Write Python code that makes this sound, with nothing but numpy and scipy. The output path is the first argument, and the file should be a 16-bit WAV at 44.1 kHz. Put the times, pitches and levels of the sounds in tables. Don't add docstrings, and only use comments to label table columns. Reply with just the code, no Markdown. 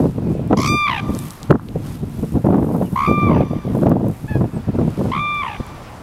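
import sys
import numpy as np
from scipy import signal
from scipy.io import wavfile
from scipy.ndimage import uniform_filter1d

SR = 44100
rng = np.random.default_rng(int(sys.argv[2]) if len(sys.argv) > 2 else 0)


def pcm_store(signal):
    levels = np.round(np.clip(np.atleast_2d(signal), -1, 1) * 32767)
    wavfile.write(sys.argv[1], SR, levels.astype(np.int16).T)


N = 265482
TIME = np.arange(N) / SR

# when it starts, clears, breaks and ends in seconds, held pitch in Hz,
# starting level in dB, swell in dB per second, then harmonic 2, harmonic 3 and the brassy top in dB
# against the base note, and how far harmonics 2 and 3 drop at the break in dB.
BUGLES = [(.569, .702, 0.87, 1.012, 1193, -22.5, 12, -1.5, -12, -8, 3),
          (2.957, 3.097, 3.287, 3.44, 1187, -17.5, -9, -7.5, -26.5, -30, 7),
          (5.116, 5.213, 5.422, 5.58, 1185, -21.5, -6, -2.5, -14.5, -30.5, 6)]
# seconds after the break, drop in pitch in Hz.
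PITCH_FALL = [(-.1, 0), (-.05, 5), (-.012, 19.5), (.005, 71.5), (.035, 135), (.07, 291), (.12, 359),
              (.18, 501)]
# frequency in Hz, relative level in dB.
BRASSY_TOP = [(4700, -2.5), (5900, -6.5), (7100, -11), (8400, -20), (10800, -15), (13000, -22.5),
              (15800, -35)]
# frequency in Hz, relative level in dB.
TONE_TO_TREES = [(1200, 5), (2400, -14.5), (3600, -19.5), (4800, -26), (6000, -25.5), (7200, -39),
                 (15000, -60)]
# start in seconds, length in seconds, pitch in Hz, base level in dB.
FAR_HONK = (4.277, .112, 872, -35.5)
# frequency in Hz, boost or cut in dB.
FAR_THROAT = [(850, -0.5), (1700, 2.5), (2600, -8.5), (3450, -18), (4300, -23), (5200, -35)]
# delay in seconds, relative level in dB.
ECHOES = [(.135, -19), (.238, -18.5), (.37, -20)]
# time in seconds, pitch in Hz, level in dB, length in seconds.
CHIRPS = [(.28, 2470, -53, 0.066), (0.374, 2570, -53.5, .06), (2.868, 2900, -49, 0.027),
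          (4.563, 8160, -50, 0.024)]
# start in seconds, hold in seconds, level in dB, turbulence (adds brightness) in dB.
GUSTS = [(0, 0.056, -11, 0), (.17, .31, -21.5, -1.5), (.507, 0.036, -11, 7), (.57, .18, -17.5, -1),
         (.89, .13, -30, 0), (1.03, .24, -25.5, 2), (2.455, 0.092, -9.5, 5), (2.56, 0.071, -14, 4.5),
         (2.67, 0.17, -17.5, 9), (3.086, 0.038, -11, 2), (3.226, .21, -11.5, -2), (3.508, 0.056, -18, 1.5),
         (3.655, 0.18, -18, 3), (3.825, 0.099, -8, 3.5), (3.938, 0.15, -13.5, 2.5), (4.355, 0.088, -14, 0),
         (4.538, 0.048, -19, 1), (4.74, 0.066, -20, 1), (4.796, 0.087, -14, -1), (4.975, .12, -20, 6),
         (5.165, 0.025, -23.5, -2)]
# time in seconds, level in dB, length in seconds, turbulence in dB.
PUFFS = [(1.102, -15.5, 0.021, -2), (1.514, 0, .016, -4.5), (1.55, -6.5, 0.016, 2.5),
         (1.763, -14.5, 0.017, -1), (2.037, -16, 0.013, -2.5), (2.197, -16, 0.01, -4),
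         (2.237, -13, .014, -4), (2.368, -11, 0.035, -5), (2.934, -13.5, .012, -1.5),
         (3.185, -12, 0.019, -1), (4.248, -19.5, 0.016, -4), (4.315, -14, 0.014, -4),
         (4.691, -12, 0.018, -5), (5.604, -12.5, 0.0098, -9)]
# time in seconds, level in dB.
LIGHT_WIND = [(0, -21.5), (.85, -38), (1.38, -38), (1.55, -27), (1.85, -27.5), (2.2, -28), (2.9, -30),
              (4.2, -37), (5.3, -37), (6.02, -39.5)]
# frequency in Hz, relative level in dB, dB gained per dB of gust.
WIND_TONE = [(30.7, -72, -0.5), (63, -49.5, 0.34), (123, -38.5, 0.52), (235, -38, 0.99), (440, -50.5, 1.35),
             (808, -60.5, 1.61), (1240, -81, 2.5), (1800, -102, 0)]
# time in seconds, relative level in dB, pitch in Hz.
POPS = [(.353, -9.5, 480), (.396, -9.5, 483), (.511, -1.5, 624), (1.508, 4, 1240), (1.511, -2, 148.6),
        (1.527, 0.5, 1250), (1.556, -8, 1190), (1.597, -16, 1100), (1.761, -4.5, 445), (2.450, -5, 563),
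        (2.489, -2, 610), (2.815, -3.5, 530), (3.408, 1.5, 565), (3.534, -7.5, 534), (3.678, -12, 500),
        (3.771, -5.5, 520), (3.869, 1.5, 650), (3.918, -4, 1010), (3.968, -0.5, 660), (4.045, -7, 554),
        (5.013, -12.5, 500)]
# time in seconds, relative level in dB, length in seconds, tilt in dB per octave.
SWISHES = [(0.025, -50.5, .15, -1.5), (0.313, -55, .06, -1), (.97, -59, .2, 0), (1.236, -43, .16, 1),
           (1.41, -52.5, .1, -1), (1.68, -56, 0.18, 2), (1.903, -46, .11, -2), (2.227, -51, .22, 0),
           (2.879, -52, 0.65, 5.5), (3.8, -52, 0.13, 2.5), (4.232, -54, 0.35, 2.5),
           (4.996, -52.5, 0.21, -3.5)]
# frequency in Hz, relative level in dB.
RUSTLE_TONE = [(1200, -39), (2500, -37.5), (4500, -38), (6500, -40), (9500, -38), (13400, -35)]
# time in seconds, relative peak in dB, middle frequency in Hz.
TICKS = [(1.150, -19.5, 7550), (1.1895, -16.5, 7800), (1.3067, -19, 6950), (1.4306, -21.5, 5000),
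         (1.5135, -22, 11100), (1.687, -26, 2900), (3.408, -31, 3500), (3.895, -26, 9540),
         (4.0846, -28.5, 11100), (5.666, -31.5, 11000)]
# frequency in Hz, base level in dB per Hz.
AIR_TONE = [(30, -74), (100, -63.5), (250, -71), (500, -74.5), (1000, -72.5), (1500, -84), (2200, -85.5),
            (3500, -91), (6000, -97), (11000, -102), (16000, -112)]
# time in seconds, boost or cut in dB.
HUSH_VOLUME = [(0, -2.5), (1.3, 0.5), (2, -3), (4, -2.5), (5, 3), (6.02, 4)]


def bugle(start, clear, crack, end, held_hz, *levels_db, open_rattle_hz=68.5, close_rattle_hz=60.5,
          settle_s=0.0382, scoop_hz=165, windpipe_width_hz=600, waver_db=4.0):
    live = (TIME >= start) & (TIME < end)
    t = TIME[live]
    opening = np.clip((clear - t) / settle_s, 0, 1)
    closing = np.clip((t - crack) / 0.0068 + .5, 0, 1)
    open_beats = (t - start) * open_rattle_hz - 0.413
    close_beats = (t - crack) * close_rattle_hz - 0.766
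    beat = 2 * np.pi * np.where(t < crack - .02, open_beats, close_beats)
    depth = np.clip(0.68 * opening + 0.72 * closing, 0, 1)
    pulses = (1 + depth * np.cos(beat)) / np.sqrt(1 + depth ** 2 / 2)
    swing = 0.071 * opening * np.sin(beat) + .06 * closing * (np.cos(beat) - .5)
    jitter = (0.00085 + 0.0203 * opening + 0.0482 * closing) * drift(336)[live]
    scoop = scoop_hz * np.clip((clear - t) / (clear - start), 0, 1) ** 1.3
    pitch = (held_hz - scoop - along(PITCH_FALL, t - crack)[0]) * (1 + swing + jitter)
    phase = 2 * np.pi * np.cumsum(pitch) / SR
    level_db, second_db, third_db, brassy_db = bugle_levels(t, start, clear, crack, *levels_db)
    rasp = 0.31 * opening + 0.38 * closing
    tone = np.zeros((2, len(t)))
    for k in range(1, 15):
        hz = k * pitch
        past_second = np.clip((hz - 2700) / 600, 0, 1)
        past_third = np.clip((hz - 3700) / 600, 0, 1)
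        windpipe_db = -10 * np.log10(1 + ((hz - 2 * held_hz) / windpipe_width_hz) ** 2)
        low_db = (1 - past_second) * (second_db + windpipe_db) + past_second * third_db
        top_db = brassy_db + at_hz(BRASSY_TOP, hz)[0] + waver_db * drift(2.7)[live]
        overtone_db = (1 - past_third) * low_db + past_third * top_db
        smear = rasp * k / 2
        harmonic = (1 + smear * drift(260)[live]) * np.sin(k * phase)
        harmonic += smear * drift(235)[live] * np.cos(k * phase)
        harmonic /= np.sqrt(1 + 2 * smear ** 2)
        tone += from_db([overtone_db * (k > 1), at_hz(TONE_TO_TREES, hz)[0]]) * harmonic
    fade = np.clip((t - start) / 0.0012, 0, 1) * np.clip((end - t) / 0.011, 0, 1)
    out = np.zeros((2, N))
    out[:, live] = from_db(level_db) * np.sqrt(2) * tone * pulses * fade
    return out


def bugle_levels(t, start, clear, crack, level_db, swell_db_per_s, second_db, third_db, brassy_db,
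                 drop_db, bloom_s=0.14, hold_s=0.034, fade_db_per_s=135, overtone_fade_db_per_s=65):
    weak = np.clip(1 - (t - start) / bloom_s, 0, 1)
    dying_s = np.maximum(t - crack - hold_s, 0)
    lasting_db = (fade_db_per_s - overtone_fade_db_per_s) * dying_s
    broken = np.clip((t - crack) / 0.014 + .5, 0, 1)
    broken_db = lasting_db - drop_db * broken
    flare_s = t - clear + 0.024
    flare_db = 71 * np.minimum(flare_s, 0) - np.clip(115 * flare_s, 0, 19)
    return (level_db + swell_db_per_s * (np.minimum(t, crack) - start) - fade_db_per_s * dying_s,
            second_db - 10 * weak + broken_db,
            third_db - 4 * weak + broken_db,
            brassy_db + flare_db + lasting_db)


def far_honk(sag_hz=55, rough=0.02, attack_s=.006, release_s=.03):
    start, length, hz, level_db = FAR_HONK
    t = np.clip(TIME - start, 0, length)
    pitch = hz - sag_hz * (t / length) ** 2
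    phase = 2 * np.pi * np.cumsum(pitch * (1 + rough * drift(156))) / SR
    tone = sum(from_db(at_hz(FAR_THROAT, k * pitch)[0]) * np.sin(k * phase) for k in range(1, 7))
    fade = np.minimum(t / attack_s, 1) * np.minimum((length - t) / release_s, 1)
    return tone * from_db(level_db) * fade


def tree_echoes(calls, ring_s=1.94, scatter_db=-21, build_s=0.016, top_hz=6500):
    t = TIME[:2 * SR]
    tail = band(rng.standard_normal(len(t)), 600, top_hz)
    tail *= from_db(-60 * t / ring_s) * (1 - np.exp(-t / build_s))
    tail *= from_db(scatter_db) * np.sqrt(2 * top_hz / SR / np.sum(tail ** 2))
    echoes = sum(from_db(db) * np.interp(TIME - delay, TIME, calls, left=0) for delay, db in ECHOES)
    return signal.fftconvolve(calls, tail)[:N] + band(echoes, 1950, 7600)


def wind(lumpy_db=2.6, churn_db=2.5, attack_s=0.017, release_db_per_s=352, strong_gust_db=-10.5):
    lumps = from_db(lumpy_db * drift(37.0))
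    # its push over time, its turbulence in dB
    swirls = [(lumps * from_db(along(LIGHT_WIND, TIME)[0]), -1.0)]
    for start, hold, db, turbulence_db in GUSTS:
        rise = np.clip((TIME - start) / attack_s + 1, 0, 1)
        fall_db = release_db_per_s * np.clip(TIME - start - hold, 0, 1)
        swirls.append((lumps * rise * from_db(db - fall_db), turbulence_db))
    swirls += [(from_db(db) * swell(s, length), turbulence_db) for s, db, length, turbulence_db in PUFFS]
    power = sum(push ** 2 for push, _ in swirls)
    turbulence_db = sum(push ** 2 * db for push, db in swirls) / power
    gust_db = 10 * np.log10(power) - strong_gust_db + turbulence_db + churn_db * drift(74)
    rumble = np.zeros(N)
    for hz, noise in noise_bands(WIND_TONE):
        level_db, growth = at_hz(WIND_TONE, hz)
        rumble += noise * from_db(level_db + growth * gust_db)
    excess = uniform_filter1d(uniform_filter1d(rumble ** 2 / power, size=600), size=600)
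    return rumble / np.sqrt(excess + 1e-9)


def sharp_pops(cycles=0.93, gain_db=-4.0):
    out = np.zeros(N)
    for s, db, hz in POPS:
        wave = np.sin(2 * np.pi * (hz * (TIME - s) + rng.random()))
        out += from_db(db + gain_db) * swell(s, cycles / hz) * wave
    return out


def rustle(gain_db=-3.0, grain_db=2.5, rest_db=-61, pivot_hz=8000):
    swishes = [(swell(s, length) ** 2, db, tilt) for s, db, length, tilt in SWISHES]
    hiss = np.zeros(N)
    for hz, noise in noise_bands(RUSTLE_TONE):
        octaves = np.log2(hz / pivot_hz)
        power = sum(shape * from_db(db + tilt * octaves) ** 2 for shape, db, tilt in swishes)
        hiss += noise * from_db(at_hz(RUSTLE_TONE, hz)[0]) * np.sqrt(from_db(rest_db) ** 2 + power)
    hiss = signal.sosfilt(signal.butter(4, 13000, fs=SR, output="sos"), hiss)
    return hiss * from_db(gain_db + grain_db * drift(310))


def ticks(ring_s=0.0029, gain_db=2.5, faint_count=14, faint_db=-35.5, faint_hz=11000):
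    out, t = np.zeros(N + SR), TIME[:SR // 20]
    faint = [(s, faint_db, faint_hz) for s in rng.random(faint_count) * N / SR]
    for s, peak_db, hz in TICKS + faint:
        burst = rng.standard_normal(len(t)) * from_db(-60 * t / ring_s)
        snap = band(burst, hz * 0.61, hz * 1.38)
        at = round(s * SR)
        out[at:at + len(t)] += from_db(peak_db + gain_db) * snap / np.abs(snap).max()
    return out[:N]


def small_birds(slide=0.059, rough=0.026):
    out = np.zeros(N)
    for s, hz, level_db, length in CHIRPS:
        pitch = hz * (1 - slide * np.tanh((TIME - s) / length) + rough * drift(280))
        out += from_db(level_db) * swell(s, length) * np.sin(2 * np.pi * np.cumsum(pitch) / SR)
    return out


def field_air(patchy_db=1.73):
    hush = sum(noise * from_db(at_hz(AIR_TONE, hz)[0] + patchy_db * drift(9.5))
               for hz, noise in noise_bands(AIR_TONE))
    return hush * from_db(along(HUSH_VOLUME, TIME)[0])


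def turn_down(x, threshold_db=-16, squeeze=0.42, recovery_db_per_s=16.5, react_s=0.026):
    keep = np.exp(-1 / (react_s * SR))
    level_db = 10 * np.log10(signal.lfilter([1 - keep], [1, -keep], x ** 2) + 1e-12)
    cut_db = squeeze * np.maximum(level_db - threshold_db, 0)
    recovered_db = recovery_db_per_s * TIME
    return x * from_db(recovered_db - np.maximum.accumulate(cut_db + recovered_db, axis=-1))


def from_db(db):
    return 10 ** (np.asarray(db) / 20)


def unit_power(x):
    return x / np.sqrt(np.mean(x ** 2) + 1e-20)


def along(rows, t):
    times, *columns = np.transpose(rows)
    return [np.interp(t, times, c) for c in columns]


def at_hz(rows, hz):
    freqs, *columns = np.transpose(rows)
    return [np.interp(np.log(hz), np.log(freqs), c) for c in columns]


def drift(rate):
    r = np.exp(-20 * np.pi * rate / SR)
    slow = signal.lfilter([1], [1, -2 * r, r * r], rng.standard_normal(N // 10 + 4002))[4000:]
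    return np.interp(np.arange(N) / 10, np.arange(len(slow)), unit_power(slow))


def band(x, low, high):
    return signal.sosfilt(signal.butter(2, [low, min(high, .45 * SR)], "band", fs=SR, output="sos"), x)


def noise_bands(rows):
    edges = 22 * 2 ** np.arange(0, 10, .5)
    for low, high in zip(edges, edges[1:]):
        if high > rows[0][0] and low < rows[-1][0]:
            noise = unit_power(band(rng.standard_normal(N), low, high))
            yield np.sqrt(low * high), noise * np.sqrt(high - low)


def swell(peak_s, length):
    return 2 ** (-2 * np.minimum(((TIME - peak_s) / length) ** 2, 20))


def scene():
    toward_us, toward_trees = sum(bugle(*row) for row in BUGLES)
    distant = far_honk() + small_birds()
    birds = toward_us + distant + tree_echoes(toward_trees + distant)
    return (birds + field_air() + wind() + sharp_pops() + rustle() + ticks())[None]


def record(dry, cutoff_hz=15750):
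    clipped = np.clip(turn_down(dry), -1, 1)
    return signal.sosfilt(signal.ellip(10, .1, 90, cutoff_hz, fs=SR, output="sos"), clipped)


dry = scene()
out = record(dry)
pcm_store(out)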